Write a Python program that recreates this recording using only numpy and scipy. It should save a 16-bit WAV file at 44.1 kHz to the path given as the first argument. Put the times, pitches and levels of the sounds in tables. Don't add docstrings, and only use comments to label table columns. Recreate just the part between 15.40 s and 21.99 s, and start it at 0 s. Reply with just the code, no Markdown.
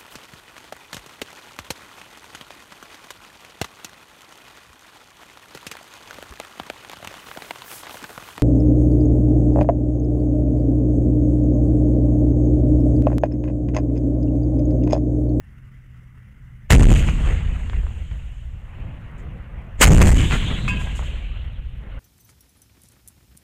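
import sys
import numpy as np
from scipy import signal
from scipy.io import wavfile
from scipy.ndimage import uniform_filter1d

SR = 44100
rng = np.random.default_rng(int(sys.argv[2]) if len(sys.argv) > 2 else 0)


def transcribe(signal):
    frames = np.atleast_2d(signal).T
    limited = np.clip(frames, -1, 1)
    pcm = np.round(limited * 32767).astype(np.int16)
    wavfile.write(sys.argv[1], SR, pcm)


def volts_from_decibels(level):
    exponent = np.asarray(level, float) / 20
    return 10 ** exponent


N = 290735
T = np.arange(N) / SR
# [f/Hz, level/dB per Hz]
HISS = [(2650, -42.5), (4500, -8.5), (4700, -13), (5610, -16.5), (6670, 0.5), (7500, -1), (8720, -6),
        (9450, -17), (10000, -17), (13000, -47.5), (22000, -120)]
AIR = [(2650, -41), (4500, -12), (5710, -12.5), (6910, -2.5), (8220, -7.5), (9890, -15), (12800, -18.5),
       (14100, -16.5), (15500, -29.5), (16500, -91)]


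def evened(x):
    return x / np.sqrt(np.mean(x ** 2) + 1e-20)


def add(mix, s, sound):
    part = mix[round(s * SR):][:len(sound)]
    part += sound[:len(part)]


def noise(colour, patchy_db, flicker_db, size=512):
    frames, hz = N // (size // 4) + 5, np.fft.rfftfreq(size, 1 / SR)
    a, b, patches = rng.standard_normal((frames, len(hz), 3)).T
    patches = uniform_filter1d(patches, size=5, axis=0)
    patches = evened(uniform_filter1d(patches, size=16, axis=1))
    flicker = evened(uniform_filter1d(rng.standard_normal(frames), size=4))
    f, db = np.transpose(colour)
    shape_db = np.interp(np.log(hz + 1), np.log(f + 1), db, left=-120, right=-120)
    z = (a + 1j * b) * volts_from_decibels(shape_db[:, None] + patchy_db * patches + flicker_db * flicker)
    return evened(signal.istft(z, nperseg=size, noverlap=size * 3 // 4)[1][:N])


def shock(hz):
    u = np.arange(int(1.5 * SR / hz) + 8) * 2 * np.pi * hz / SR
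    return (1 - u) * np.exp(-u)


def resonate(x, hz, width):
    turn = np.exp(2j * np.pi * np.cumsum(hz) / SR)
    r = np.exp(-np.pi * width / SR)
    return 2 * (turn * signal.lfilter([1 - r], [1, -r], x / turn)).real


def engine():
    # [firing rate f/Hz, rumble level/dB]
    idle = (40.9, -45)
    # [multiple of the firing rate, level/dB, blur width f/Hz]
    orders = [(1, -54, 8), (2, -56.5, 14), (3, -48.5, 7), (4, -57.5, 17), (5, -59.5, 7.6), (6, -66, 25),
              (7, -69.5, 34)]
    # [f/Hz, level/dB per Hz]
    idle_low = [(9, -28.5), (15, -9), (43, -2), (75, -3), (97, -7.5), (128, -2.5), (152, -14.5),
                (210, -21.5), (330, -36.5), (430, -59.5)]
    # [f/Hz, level/dB per Hz]
    idle_high = [(190, -33), (330, -5), (450, -10), (750, -14), (1080, -10.5), (1400, -5), (1700, -6.5),
                 (2000, -1), (2470, -15), (2770, -10), (4090, -30.5), (6040, -26), (14500, -30.5),
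                 (16000, -35.5)]
    clatter_db = -61.5
    settle_hz, settle_at_s, settle_s = 2.1, 0.4206, .07

    out = volts_from_decibels(idle[1]) * noise(idle_low, 1, 0, size=4096)
    out += volts_from_decibels(clatter_db) * noise(idle_high, 1.6, 1.4)
    rate_hz = idle[0] + settle_hz / 2 * (1 - np.tanh((T - settle_at_s) / settle_s))
    turns = np.cumsum(rate_hz) / SR
    for k, db, blur in orders:
        r = np.exp(-np.pi * blur / SR)
        draws = rng.standard_normal(N) + 1j * rng.standard_normal(N)
        uneven = signal.lfilter([1], [1, -2 * r, r * r], draws)
        steady = 1.24 * (k == 3)
        turn = np.exp(2j * np.pi * (k * turns + rng.random()))
        blurred = evened((uneven * turn).real)
        out += volts_from_decibels(db) * (steady * turn.real + (.7 - .35 * steady) * blurred)
    return out


def puffs():
    # [t/s, level/dB, length/s]
    puff_list = [
        (2.003, -64.5, 1.38),
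        (3.776, -64.5, 0.059),
        (4.019, -81, .05),
        (4.135, -91, .03),
        (5.277, -42.5, 0.047),
        (5.29, -57, 0.65),
        (5.39, -53, .11),
        (5.548, -48, 0.077),
        (5.625, -57.5, 0.1),
    ]
    gas = noise(HISS, 2.1, 1.3) + 0.63 * noise(AIR, 1.6, 1.4)
    gate = np.zeros(N)
    for s, db, length in puff_list:
        u = np.linspace(0, 1, int(length * SR))
        add(gate, s, volts_from_decibels(db) * np.minimum(u / 0.13, 1) * (1 - u ** 1.23))
    return gas * gate


def vent():
    # [t/s, level/dB, centre f/Hz]
    vents = [
        [(1.5, -40, 2920), (2.2, -61, 2900), (2.45, -58, 2900), (2.65, -54, 2900), (3.25, -63, 2770)],
        [(4.75, -30.5, 3000), (4.97, -32.5, 3000), (5.1, -30.5, 3100), (5.25, -39.5, 3680), (5.33, -41, 3090),
         (5.7, -42, 2880), (6.45, -60, 2800)],
    ]
    out = np.zeros(N)
    gas = noise([(1500, 5.5), (4200, -2.5), (4800, -18)], 2.5, 0.86)
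    for rows in vents:
        s, db, hz = np.transpose(rows)
        on = (T > s[0]) & (T < s[-1])
        t, jet = T[on], gas[on]
        for _ in range(2):
            jet = resonate(jet, np.interp(t, s, hz), 1000)
        gate = np.clip(np.minimum(t - s[0], s[-1] - t) / 0.04, 0, 1)
        out[on] = volts_from_decibels(np.interp(t, s, db) - 2.5) * evened(jet) * gate
    return out


def metal(hit, modes, burst_db, burst_s):
    t = np.arange(SR // 2) / SR
    ring = np.zeros(len(t))
    for hz, db, t60, beat_hz, swell in modes:
        tone = volts_from_decibels(db - 60 * t / t60) * np.sin(2 * np.pi * (hz * t + rng.random()))
        ring += tone * (1 + 0.55 * np.cos(2 * np.pi * beat_hz * (t - swell)))
    rattle = evened(uniform_filter1d(rng.standard_normal(len(t)), size=250))
    ring = ring * (1 + 0.3 * rattle) * (1 - np.exp(-t / 0.0013))
    contact = signal.lfilter(*signal.butter(3, [800, 3200], "band", fs=SR), rng.standard_normal(len(t)))
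    out = np.zeros(N)
    add(out, hit[0], volts_from_decibels(hit[1]) * (0.35 * ring + contact * volts_from_decibels(burst_db - 60 * t / burst_s)))
    return out


def breech_knock():
    # [t/s, level/dB]
    breech = (4.918, -15.5)
    # [f/Hz, level/dB, t60/s, beat f/Hz, delay of first swell/s]
    breech_modes = [(1394, -1.5, 0.21, 10, 0.018), (2040, -0.5, .15, 14, .02), (2460, -2, .1, 12, .015)]
    return metal(breech, breech_modes, burst_db=0.0, burst_s=0.24)


def spent_case():
    # [t/s, level/dB]
    case = (5.279, -17.5)
    # [f/Hz, level/dB, t60/s, beat f/Hz, delay of first swell/s]
    case_modes = [(1010, -9, 0.72, 12, 0.043), (1180, 2, 0.03, 5, 0), (1625, -7.5, 0.86, 13, 0.047),
                  (2185, -6, 0.26, 15, 0), (2543, 3.5, 0.39, 12.4, 0.016), (2724, -3, 0.44, 11, 0.037),
                  (3090, -11, 0.63, 9, 0.076), (4720, -16.5, 0.24, 10, 0.063), (7340, -21, 0.29, 10, 0.033)]
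    return metal(case, case_modes, burst_db=1.2, burst_s=0.064)


def slaps():
    # [t/s, peak level/dB, colour f/Hz, smear level/dB,
    # top f/Hz left by the air]
    slap_list = [(1.687, -12.5, 1000, -6, 2400), (2.092, -33, 620, -5, 1300),
                 (2.298, -22, 1000, -17.5, 3660), (2.333, -19.5, 1000, -12, 2230),
                 (2.434, -34, 630, -8, 1500), (2.467, -25, 970, -12, 1800), (2.508, -32, 840, -12, 1400),
                 (2.566, -36, 940, -5, 1600), (2.712, -38.5, 1050, 3, 2820), (2.798, -40, 640, -8, 1300),
                 (3.382, -43, 600, 6.5, 1100), (4.748, -31, 730, -10, 3000), (4.807, -14, 1640, -11, 4540),
                 (4.910, -5, 2000, -17, 3180), (5.413, -22.5, 1620, -3, 2800),
                 (5.471, -19.5, 1300, -9, 1890), (5.593, -20.5, 800, -10, 1700),
                 (5.625, -27, 800, -4.5, 1700)]
    out, t = np.zeros(N), np.arange(3000) / SR
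    for s, db, hz, smear_db, top_hz in slap_list:
        scatter = volts_from_decibels(smear_db - 15 - 60 * t / 0.082) * rng.standard_normal(len(t))
        scatter[0] = 1
        air = signal.butter(4, top_hz, fs=SR, output="sos")
        add(out, s, -volts_from_decibels(db + 6.5) * signal.sosfilt(air, np.convolve(scatter, shock(hz))))
    return out


def swells(column):
    # [peak t/s, length/s, deep swell level/dB, sharp swell level/dB]
    returns = [(1.325, .035, -1, 11.5), (1.38, .02, 1.5, 2.5), (1.431, 0.032, 0.5, 4.5),
               (1.46, .02, 1.5, 7.5), (1.518, .03, -0.5, 5.5), (1.564, .1, -0.5, 10),
               (1.683, .04, 0.5, 6.5), (1.885, .15, 7, 8), (2.077, .07, 6, 0), (2.38, .12, 8, 1.5),
               (2.674, .15, 1.5, -2.5), (2.732, .06, 2.5, 5), (3.112, .2, 4, -4), (3.39, .07, 7.5, 1),
               (3.47, .1, 7, 1), (3.85, .2, 4, 2), (4.161, .1, 3.5, 2), (4.424, .05, -1, 16.5),
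               (4.533, .04, 4, 0.5), (4.619, .03, 2, 12), (4.688, .05, 1, 8), (4.778, .1, 1.5, 6.5),
               (4.934, 0.051, 2, 9.5), (5.184, .08, -3.5, 0), (5.422, .08, 1, -1), (5.582, .08, 1.5, 0.5),
               (5.88, .1, -0.5, -3), (6.22, .15, 4.5, 1)]
    corners = np.array([-0.64, 0, 1])
    return sum(row[column] * np.interp(T, row[0] + row[1] * corners, [0, 1, 0]) for row in returns)


def boom():
    # [f/Hz, level/dB per Hz]
    boom_colour = [(7.1, -27), (12, -5), (38, 1.5), (90, -5.5), (110, -8.5), (140, -27.5), (240, -120)]
    wide = noise(boom_colour, 0.98, 0, size=4096)
    x = .5 * wide + resonate(wide, np.full(N, 55.7), 35)
    swell = np.sqrt(abs(uniform_filter1d(x ** 2, size=3000)) + 1e-9)
    return evened(x / swell ** .6)


def roll(gun, s0, deep, body, roar, roar_low, hiss, air):
    # [t/s, level/dB, muffling by distance/dB, fullness/dB]
    rolls = [
        [(1.33, -11.5, 21.5, 6.5), (1.55, -11, 27, 3.5), (1.76, -19.5, 21, 1.5), (2.15, -24, 20.5, -2),
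         (2.55, -27.5, 25.5, -1), (3.05, -34, 25.5, -7), (3.31, -37.5, 15.5, -6), (3.42, -36.5, 15, 3),
         (4.4, -35.5, 19.5, 1)],
        [(4.42, -14.5, 11.5, 2), (4.5, -8.5, 18.5, 7), (4.74, -13, 22.5, 4), (5.0, -21.5, 14.5, 3.5),
         (5.3, -23.5, 17, 3.5), (5.7, -27.5, 19.5, 0), (6.05, -27.5, 23.5, -2.5), (6.3, -32.5, 30.5, -3.5),
         (6.5, -33.5, 16.5, -0.5)],
    ]
    # [boom excess/dB, upper parts excess/dB, hold/s, release/s]
    excesses = [
        (12, 8.5, .21, .05),
        (9, 6.5, .3, 0.066),
    ]
    # [start level/dB, first fade/(dB/s), knee/s, later fade/(dB/s)]
    dusts = [
        (-37.5, 29.5, 0.83, 13.5),
        (-31.5, 26.5, 0.64, 31.5),
    ]
    # [level/dB, extra dB lost per dB of hiss]
    air_fades = [
        (-2.5, 0.3),
        (-2, 0.2),
    ]
    die_db_per_s = 82.5 if gun == 0 else 0
    body_db, body_share, body_swell, dust_swell = -1, 0.47, .3, 0.72
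    dull_start_db, dull_db_per_s, dull_over_db = -3, 4, 6.5

    since = np.maximum(T - s0, 0)
    deep_swell_db, sharp_swell_db = swells(column=2), swells(column=3)
    s, level_db, muffle_db, full_db = np.transpose(rolls[gun])
    boom_db = np.interp(T, s, level_db) - die_db_per_s * np.maximum(T - s[-1], 0)
    roar_db = boom_db - np.interp(T, s, muffle_db) + sharp_swell_db
    boom_db = boom_db + deep_swell_db
    body_db = body_db + np.interp(T, s, full_db) + body_swell * deep_swell_db
    body_db = body_db + body_share * boom_db + (1 - body_share) * roar_db

    dust_db, first_fade, knee, later_fade = dusts[gun]
    hiss_db = dust_db - first_fade * np.minimum(since, knee) - later_fade * np.maximum(since - knee, 0)
    hiss_db = hiss_db + dust_swell * sharp_swell_db
    air_db, fade = air_fades[gun]
    air_db = air_db + hiss_db + fade * (hiss_db + 28.5)

    boom_over_db, upper_over_db, hold, release = excesses[gun]
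    over = np.clip(1 - (since - hold) / release, 0, 1)
    dull_db = dull_start_db + dull_db_per_s * since + dull_over_db * over
    dulled_roar = volts_from_decibels(dull_db) * roar_low + (roar - roar_low) / volts_from_decibels(dull_db)
    upper = volts_from_decibels(body_db) * body + volts_from_decibels(roar_db) * dulled_roar + volts_from_decibels(hiss_db) * hiss + volts_from_decibels(air_db) * air
    sound = volts_from_decibels(boom_over_db * over + boom_db) * deep + volts_from_decibels(upper_over_db * over) * upper
    return sound * np.clip(since / 0.0042, 0, 1)


def muzzle_blast(s0, db, length, early, early_db, bright):
    since = np.maximum(T - s0, 0)
    burning = np.clip(since / 0.001, 0, 1) * volts_from_decibels(-60 * np.maximum(since - length, 0) / 0.081)
    rising = (T < s0 + .003) * volts_from_decibels(early_db - 25 * np.maximum(s0 - T, 0) / early)
    out = (volts_from_decibels(db) * burning + rising) * bright
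    add(out, s0, -volts_from_decibels(3.5) * shock(64))
    return out


def ground_wave(s0, ground_db, shake_db, shake_rise, deep):
    out = (T < s0) * volts_from_decibels(shake_db - shake_rise * (s0 - np.minimum(T, s0))) * deep
    u = np.arange(-.03, .008, 1 / SR)
    push = np.where(u < 0, -.6 * np.exp(u / .006), np.sin(np.pi * u / .008))
    add(out, s0 - .037, volts_from_decibels(ground_db) * push)
    return out


def guns():
    # [t/s, level/dB, length/s]
    cracks = [
        (1.305, -13, .022),
        (4.411, -6.5, 0.023),
    ]
    # [forerunner/s, forerunner level/dB, ground wave level/dB,
    # tremor level/dB, tremor rise/(dB/s)]
    ahead = [
        (.0068, -17.5, -30, -34, 129),
        (.016, -18, -17, -19.5, 400.5),
    ]
    # [f/Hz, level/dB per Hz]
    body_colour = [(65, -39.5), (110, 4.5), (205, -5), (241, -10.5), (432, -20), (500, -22.5), (650, -48),
                   (1100, -120)]
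    # [f/Hz, level/dB per Hz]
    roar_colour = [(290, -23.5), (500, 1), (690, -2), (934, -3), (1160, -3), (1530, -2.5), (1950, -0.5),
                   (2480, -2), (2870, -1.5), (4500, -23.5), (5850, -56), (9900, -120)]

    deep = boom()
    body = noise(body_colour, 2.5, 1, size=1024)
    roar = noise(roar_colour, 2.2, 1.3)
    hiss, air = noise(HISS, 2.1, 0.87), noise(AIR, 1.5, 1.7)
    roar_low = signal.filtfilt(*signal.butter(1, 1300, fs=SR), roar)
    bright = roar - 0.26 * roar_low + 1.2 * body + .4 * hiss + 0.2 * air
    out = np.zeros(N)
    for gun, (s0, db, length) in enumerate(cracks):
        early, early_db, ground_db, shake_db, shake_rise = ahead[gun]
        out += ground_wave(s0, ground_db, shake_db, shake_rise, deep)
        out += muzzle_blast(s0, db, length, early, early_db, bright)
        out += roll(gun, s0, deep, body, roar, roar_low, hiss, air)
    return out


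def scene():
    mono = engine() + puffs() + vent() + breech_knock() + spent_case() + slaps() + guns()
    return np.array([mono, mono])


def low_pass(x):
    return signal.sosfilt(signal.butter(12, 16630, fs=SR, output="sos"), x)


def record(dry):
    limit = volts_from_decibels(-9)
    x = dry[0] / limit
    busy = np.clip(6 * uniform_filter1d(1. * (abs(x) > 1.4), size=1500) - .5, 0, 1)
    give = .06 * np.tanh(x / 4)
    x = limit * (x / (1 + abs(x) ** 4.18) ** (1 / 4.92) + give)
    x = signal.lfilter(*signal.butter(1, 1.1, "high", fs=SR), x)
    x = signal.sosfilt(signal.cheby2(14, 80, 16950, fs=SR, output="sos"), x)
    blocks = np.repeat(rng.random(N // 1024 + 1) < .65, 1024)[:N]
    wander = np.cos(np.cumsum(rng.standard_normal(N)) * .4)
    above = signal.cheby2(12, 90, 3600, "high", fs=SR, output="sos")
    side = signal.sosfilt(above, x) * wander * busy * uniform_filter1d(1. 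* blocks, size=300)
    side = volts_from_decibels(-9.5) * signal.sosfilt(above, side)
    return low_pass(np.array([x + side, x - side]))


dry = scene()
out = record(dry)
transcribe(out)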